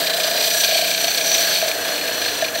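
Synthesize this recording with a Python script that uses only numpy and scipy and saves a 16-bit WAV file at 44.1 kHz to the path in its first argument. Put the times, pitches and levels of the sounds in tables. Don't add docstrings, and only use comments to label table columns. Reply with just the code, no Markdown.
import sys
import numpy as np
from scipy import signal
from scipy.fft import rfft, irfft
from scipy.io import wavfile

SR = 44100
rng = np.random.default_rng(int(sys.argv[2]) if len(sys.argv) > 2 else 0)


def file_out(sig):
    cols = np.atleast_2d(sig).T
    lim = np.clip(cols, -1, 1)
    pcm = np.round(lim * 32767).astype(np.int16)
    wavfile.write(sys.argv[1], SR, pcm)


def linear_from_db(decibels):
    return 10 ** (np.asarray(decibels, float) / 20)


N = 114660

# multiple of the turn, level in dB before the pad tilts, level in dB after.
HUM = [(3, -67, -54), (4, -66, -69), (5, -61, -60.5), (6, -48, -60), (8, -65, -52), (10, -50, -48),
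       (16, -43.5, -40.5)]
# start in seconds, level in dB.
KNOCKS = [
    (2.4215, -11),
    (2.5555, -15),
]
# start in seconds, low ring in dB, high ring in dB.
TICKS = [(0.0682, -16, -20), (0.0997, -16, -18), (0.1331, -19, -22), (0.167, -20, -22), (0.1999, -18, -22),
         (0.3132, -19, -22), (0.377, -20, -19), (0.41, -17, -17), (0.4444, -17, -18), (0.4778, -20, -21),
         (0.5107, -17, -20), (0.6454, -11, -14), (0.6784, -17, -19), (0.7108, -17, -20), (0.7457, -14, -17),
         (0.7791, -13, -17), (0.8126, -15, -18), (0.846, -16, -21), (0.8799, -14, -21), (0.9128, -14, -18),
         (0.9467, -15, -18), (0.9772, -21, -20), (1.0026, -21, -21), (1.0809, -16, -16), (1.1139, -17, -15),
         (1.1458, -20, -15), (1.1817, -18, -15), (1.2111, -18, -17), (1.3154, -17, -15), (1.3478, -15, -17),
         (1.3798, -16, -19), (1.5584, -16, -21), (1.6147, -16, -22), (1.6806, -16, -22), (1.7135, -14, -21),
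         (1.8502, -21, -23), (1.9794, -20, -27), (2.0123, -17, -26), (2.0792, -20, -25), (2.2189, -20, -22),
         (2.2493, -20, -23), (2.4448, -16, -24), (2.4823, -16, -26), (2.5561, -21, -24)]
# pitch in Hz, level in dB, decay by 60 dB in seconds.
CHIP_LOW = [(2430, 1.5, .02), (2850, -5, .012)]
# pitch in Hz, level in dB, decay by 60 dB in seconds.
CHIP_HIGH = [(3490, -3, .03), (4024, 0, .025), (4400, 0, .03), (5830, -6, .017)]
# start in seconds, level in dB.
THUMPS = [(0.029, -34), (0.052, -31), (0.144, -22), (0.183, -17.5), (0.243, -19.5), (0.278, -19),
          (0.312, -20.5), (0.348, -23), (0.38, -23), (0.447, -23), (0.523, -22.5), (0.638, -35),
          (0.686, -18.5), (0.72, -18), (0.754, -15), (0.788, -14.5), (0.821, -18), (0.854, -23),
          (0.89, -24.5), (1.039, -18.5), (1.079, -21), (1.25, -20), (1.316, -25.5), (1.35, -25),
          (1.389, -19), (1.447, -29), (1.591, -23.5), (1.625, -16), (1.657, -20.5), (1.691, -21.5),
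          (1.762, -27), (1.933, -30), (2.091, -21), (2.132, -32), (2.423, -13.5), (2.558, -21)]
# time in seconds, level in dB.
COVER = [(0.0, -28.5), (0.4, -28), (0.69, -27), (0.76, -29.5), (1.45, -31.5), (1.76, -30), (1.92, -32.5),
         (2.6, -42)]
# time in seconds, pitch in Hz, level in dB.
NECK = [(0, 1680, -35), (.12, 1720, -34), (.45, 1710, -38.5), (.63, 1650, -30.5), (.78, 1590, -34.5),
        (.95, 1610, -35.5), (1.2, 1650, -33), (1.36, 1660, -38.5), (1.48, 1640, -28.5), (1.57, 1660, -41),
        (1.9, 1640, -40), (1.93, 1640, -33), (1.96, 1640, -41), (2.25, 1680, -36.5), (2.6, 1670, -47)]
# centre in Hz, width in Hz, level in dB.
AIR = [(292, 31, -15.5), (464, 175, -14.5), (656.7, 98, -5), (1680, 200, -10)]
# frequency in Hz, level in dB per Hz.
AIR_FLOOR = [(40, -87), (100, -36), (250, -24.5), (600, -14.5), (800, -21.5), (1200, -19.5), (2200, -18.5),
             (4000, -30.5)]
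# centre in Hz, width in Hz, level in dB.
WALL = [(5796, 67, 7.5), (6025, 50, 8.5), (6083, 180, 4.5)]
# frequency in Hz, level in dB per Hz.
FINE = [(2500, -43), (5500, -28), (7500, -1.5), (9000, -10.5), (10000, -16), (11700, -16), (14000, -10),
        (16000, -40)]
# centre in Hz, width in Hz, level in dB.
FINE_GLASS = [(6880, 140, 0.5), (7260, 110, -17), (8250, 165, 3.5), (9130, 170, -1.5), (10480, 710, -8.5),
              (12600, 180, 2.5), (13110, 215, 5), (13960, 410, -11), (14640, 400, -4)]
# centre in Hz, width in Hz, level in dB.
TOP_GLASS = (15620, 260, -1)
# frequency in Hz, level in dB per Hz.
SCRAPE = [(250, -44), (900, -28), (1950, -14), (2800, -6.5), (4000, -1.5), (5300, -8.5), (6500, -26.5),
          (10000, -77)]
# centre in Hz, width in Hz, level in dB.
GLASS = [
    [(2450, 140, -3.5), (2760, 55, -18), (3180, 50, 0.5), (3460, 60, 0.5), (3700, 50, -3), (4040, 26, 9),
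     (4364, 83, 5), (4870, 72, 0.5)],
    [(2340, 270, -3), (3160, 120, -2), (3500, 42, -12.5), (4010, 40, 3), (4375, 140, 5)],
    [(2380, 72, -8), (2660, 60, 0), (2960, 60, 2), (3400, 120, -0.5), (4290, 63, 9)],
]
# time in seconds, pressure as scrape level in dB, air-column drive in dB,
# wobble per turn in dB, share of grit repeating 0-1, wall ring in dB, fine-grit share in dB.
HAND = [(0, -24, -25.5, -7, 0.6, -10, -3), (.1, -27.5, -29.5, 6.5, 1, -9.5, -5.5),
        (.2, -28.5, -25.5, 1, 1, -6.5, -2), (.36, -22.5, -26.5, 2, 1, -9.5, -6.5),
        (.45, -22.5, -26, 1.5, 0.95, -6, -4), (.62, -22, -29, 2.5, 1, -2.5, -1.5),
        (.7, -20.5, -32, -1.5, 0.36, -8, -6.5), (.93, -23, -28.5, 2, 1, -6.5, -5),
        (1.2, -24.5, -28, 1, 0.73, -4, -3.5), (1.33, -21, -27, 1, 0.74, 0, -5),
        (1.55, -20.5, -27, 0, 0.9, -8, -7.5), (1.7, -26, -26.5, 1.5, 0, -4, -5),
        (1.76, -28, -25.5, 2.5, 0.04, -7.5, -6), (2.2, -26.5, -27.5, 0, 0.6, -7.5, -6.5),
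        (2.45, -27, -27.5, 3, 0.85, -6.5, -8), (2.53, -35, -28, -0.5, 0, -4, -2.5),
        (2.6, -26.5, -26, 4, 0.2, -7, -6)]
# start in seconds, peak in dB, thump of the air column in dB,
# length in seconds.
CATCHES = [(0.058, -6, -5, 0.018), (0.094, -2.5, 1, 0.01), (0.132, -2, -18, 0.0077),
           (0.164, -7, -24, 0.014), (0.195, -4, -11, 0.015), (0.2316, -2.5, -18, 0.019),
           (0.416, -6, -15, 0.013), (0.438, -1.5, -17, 0.014), (0.6326, 0.5, -7, 0.019),
           (0.766, -4, -20, 0.023), (1.04, 0, -16, 0.008), (1.173, -0.5, -32, 0.01), (1.21, -18, 8, 0.0092),
           (1.347, 5, -17, 0.0057), (1.679, -8.5, 1, 0.014), (2.213, -4.5, 1.5, 0.0088),
           (2.258, -1, 1, 0.0054), (2.278, -4.5, -0.5, 0.011), (2.44, -11, 2, 0.011),
           (2.547, -7, -8, 0.0092), (2.588, -13, -4, 0.0073)]

TURN_HZ = 29.878
TILT_S, TILT_TAKES_S = 1.6, 0.13
HIGH_SPOT_TURN, AIR_SPOT_TURN = 0.22, 0.42
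FLUTTER_DB, FLUTTER_HZ = 0.8, 14


def drift(rate_hz):
    r = np.exp(-80 * np.pi * rate_hz / SR)
    slow = signal.lfilter([1], [1, -2 * r, r * r], rng.standard_normal(N // 40 + 2002))[2000:]
    return np.interp(np.arange(N) / 40, np.arange(len(slow)), rms_one(slow))


def rms_one(x):
    return x / np.sqrt(np.mean(x ** 2) + 1e-20)


def columns(rows):
    s, *rest = np.transpose(rows)
    return [np.interp(np.arange(N) / SR, s, c) for c in rest]


def body(x, modes, floor):
    size = 2 ** 13
    hz = np.arange(1, size // 2 + 2) * SR / size
    floor_hz, floor_db = np.transpose(floor)
    power = linear_from_db(2 * np.interp(np.log(hz), np.log(floor_hz), floor_db))
    for centre_hz, width_hz, db in modes:
        detune = (hz - centre_hz ** 2 / hz) / width_hz
        power = power + linear_from_db(2 * db) / (1 + detune ** 2) ** 1.31
    cepstrum = irfft(np.log(power) / 2)
    cepstrum[1:size // 2] *= 2
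    cepstrum[size // 2 + 1:] = 0
    response = irfft(np.exp(rfft(cepstrum)))
    return signal.fftconvolve(x, response / np.sqrt(np.sum(response ** 2)))[:N]


def sung(hz, width_hz):
    evenness = 0.85
    wander = drift(width_hz) + 1j * drift(width_hz)
    steadied = wander / (np.abs(wander) + 0.1) ** evenness
    ring = steadied * np.exp(2j * np.pi * np.cumsum(hz * np.ones(N)) / SR)
    return rms_one(ring.real)


def strike(starts_s, levels_db, modes):
    at = (np.array(starts_s) * SR).astype(int)
    out = np.zeros(N)
    for hz, db, t60 in modes:
        hits = np.zeros(N)
        hits[at] = linear_from_db(levels_db + db + rng.standard_normal(len(at)))
        r, w = linear_from_db(-60 / (t60 * SR)), 2 * np.pi * hz / SR
        soft = np.hanning(round(4 * SR / hz))
        push = np.convolve(hits, soft * np.cos(w * np.arange(len(soft))) * 2 / soft.sum())[:N]
        out += signal.lfilter([0, np.sin(w)], [1, -2 * r * np.cos(w), r * r], push + 1e-18)
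    return out


def tilted():
    return np.clip((np.arange(N) / SR - TILT_S) / TILT_TAKES_S, 0, 1)


def bench():
    before_db, after_db = -54, -47.5
    colour = [(30, -13), (90, -3), (200, 3), (400, -18.5)]   # Hz, dB per Hz
    return linear_from_db(before_db + (after_db - before_db) * tilted()) * body(rng.standard_normal(N), [], colour)


def shaft():
    t, after = np.arange(N) / SR, tilted()
    hum = np.zeros(N)
    for multiple, before_db, after_db in HUM:
        level_db = before_db + (after_db - before_db) * after + 0.8 * drift(4.1)
        hum += np.sqrt(2) * linear_from_db(level_db) * np.sin(2 * np.pi * (multiple * TURN_HZ * t + rng.random()))
    return hum


def knocks():
    starts_s, levels_db = np.transpose(KNOCKS)
    modes = [(649, -17.5, 0.08), (1640, -9.5, 0.081), (1770, -3, 0.04), (4530, -14, 0.022), (6160, -12, 0.061)]
    return strike(starts_s, levels_db, modes)


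def chip_ticks():
    starts_s, low_db, high_db = np.transpose(TICKS)
    return strike(starts_s, low_db, CHIP_LOW) + strike(starts_s, high_db, CHIP_HIGH)


def grit(grainy):
    grains_per_s, spread_db = 4000, 3.5
    cracks = rng.random(N) < grains_per_s / SR
    sizes = linear_from_db(spread_db * np.minimum(rng.exponential(1, N), 5))
    grains = cracks * sizes * rng.choice([-1, 1], N)
    share = 0.45 * grainy
    return np.sqrt(share) * rms_one(grains) + np.sqrt(1 - share) * rng.standard_normal(N)


def rim(repeat, grainy=1):
    memory, memory_hz = 0.8, 7000
    turn = round(SR / TURN_HZ)
    worn, fresh = grit(grainy), grit(grainy)
    for i in range(turn, N, turn):
        part = worn[i:i + turn]
        worn[i:i + turn] = memory * worn[i - turn:i][:len(part)] + np.sqrt(1 - memory ** 2) * part
    low = signal.butter(1, memory_hz, fs=SR, output="sos")
    swap = np.sqrt(repeat) * worn - (1 - np.sqrt(1 - repeat)) * fresh
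    return fresh + signal.sosfilt(low, swap)


def throb(depth_db, spot_turn):
    squareness, second_spot = 1.7, 0.067
    angle = 2 * np.pi * (TURN_HZ * np.arange(N) / SR - spot_turn)
    shape = np.tanh(squareness * np.cos(angle)) + second_spot * np.sin(2 * angle)
    return linear_from_db(depth_db * shape + 1.0 * drift(18))


def catches(levels_db):
    attack_s, trim_db = 0.0037, -16.5
    since, power = np.arange(SR // 20) / SR, np.zeros(N + SR)
    for (start_s, _, _, length_s), db in zip(CATCHES, levels_db):
        swell = (1 - np.exp(-since / attack_s)) * np.exp(-(since / length_s) ** 2)
        power[int(start_s * SR):][:len(since)] += linear_from_db(2 * (db + trim_db)) * swell
    return power[:N]


def air_column():
    rise_s, fall_s, thump_db = 0.006, 0.0065, 4
    since, power = np.arange(SR // 10) / SR, np.zeros(N + SR)
    swell = (1 - np.exp(-since / rise_s)) * np.exp(-since / fall_s)
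    for start_s, db in THUMPS:
        power[int(start_s * SR):][:len(since)] += linear_from_db(2 * (db + thump_db)) * swell ** 2
    cover_db = columns(COVER)[0] - 3
    column = np.sqrt(linear_from_db(2 * cover_db) + 4 * power[:N]) * sung(655, 26)
    neck_hz, neck_db = columns(NECK)
    neck = linear_from_db(neck_db) * throb(4, AIR_SPOT_TURN) * sung(neck_hz, 70)
    return column + neck


def air_puffs(air_db, wobble_db, repeat):
    _, peak_db, thump_db, _ = np.transpose(CATCHES)
    steady = linear_from_db(air_db) * throb(0.33 * wobble_db, AIR_SPOT_TURN)
    drive = np.sqrt(steady ** 2 + catches(peak_db + thump_db - 3))
    return body(drive * rim(0.5 * repeat), AIR, AIR_FLOOR)


def wall_ring(eased, wall_db, repeat):
    drive = linear_from_db(wall_db + FLUTTER_DB * drift(FLUTTER_HZ)) * eased
    return body(drive * rim(0.14 * repeat), WALL, [(100, -21), (20000, -73)])


def fine_scrape(eased, fine_db, repeat):
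    drive = linear_from_db(fine_db + FLUTTER_DB * drift(FLUTTER_HZ)) * eased
    return body(drive * rim(0.5 * repeat, grainy=0.35), FINE_GLASS + [TOP_GLASS], FINE)


def grip(scrape):
    t = np.arange(N) / SR
    shifts_s = (0.655, 1.72)
    past = [1, *(np.clip((t - s) / TILT_TAKES_S + 0.5, 0, 1) for s in shifts_s), 0]
    return sum(body((past[k] - past[k + 1]) * scrape, modes, SCRAPE) for k, modes in enumerate(GLASS))


def bottle():
    level_db, air_db, wobble_db, repeat, wall_db, fine_db = columns(HAND)
    repeat, wobble_db = np.clip(repeat, 0, 1), np.maximum(wobble_db, 0)
    held = linear_from_db(level_db)
    press = np.sqrt((held * throb(wobble_db, HIGH_SPOT_TURN)) ** 2 + catches(np.array(CATCHES)[:, 1]))
    eased = held * (press / held) ** 0.55
    air = air_puffs(air_db, wobble_db, repeat) + air_column()
    glass = wall_ring(eased, wall_db, repeat) + fine_scrape(eased, fine_db, repeat)
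    return chip_ticks() + air + glass + grip(press * rim(repeat))


def scene():
    return np.tile(bench() + shaft() + knocks() + bottle(), (2, 1))


def low_pass(x):
    return signal.sosfilt(signal.butter(12, 17060, fs=SR, output="sos"), x)


def record(dry):
    low_cut = signal.butter(2, 37, "high", fs=SR, output="sos")
    top_cut = signal.ellip(12, 0.5, 80, 15740, fs=SR, output="sos")
    return low_pass(signal.sosfilt(np.vstack([low_cut, top_cut]), dry))


dry = scene()
out = record(dry)
file_out(out)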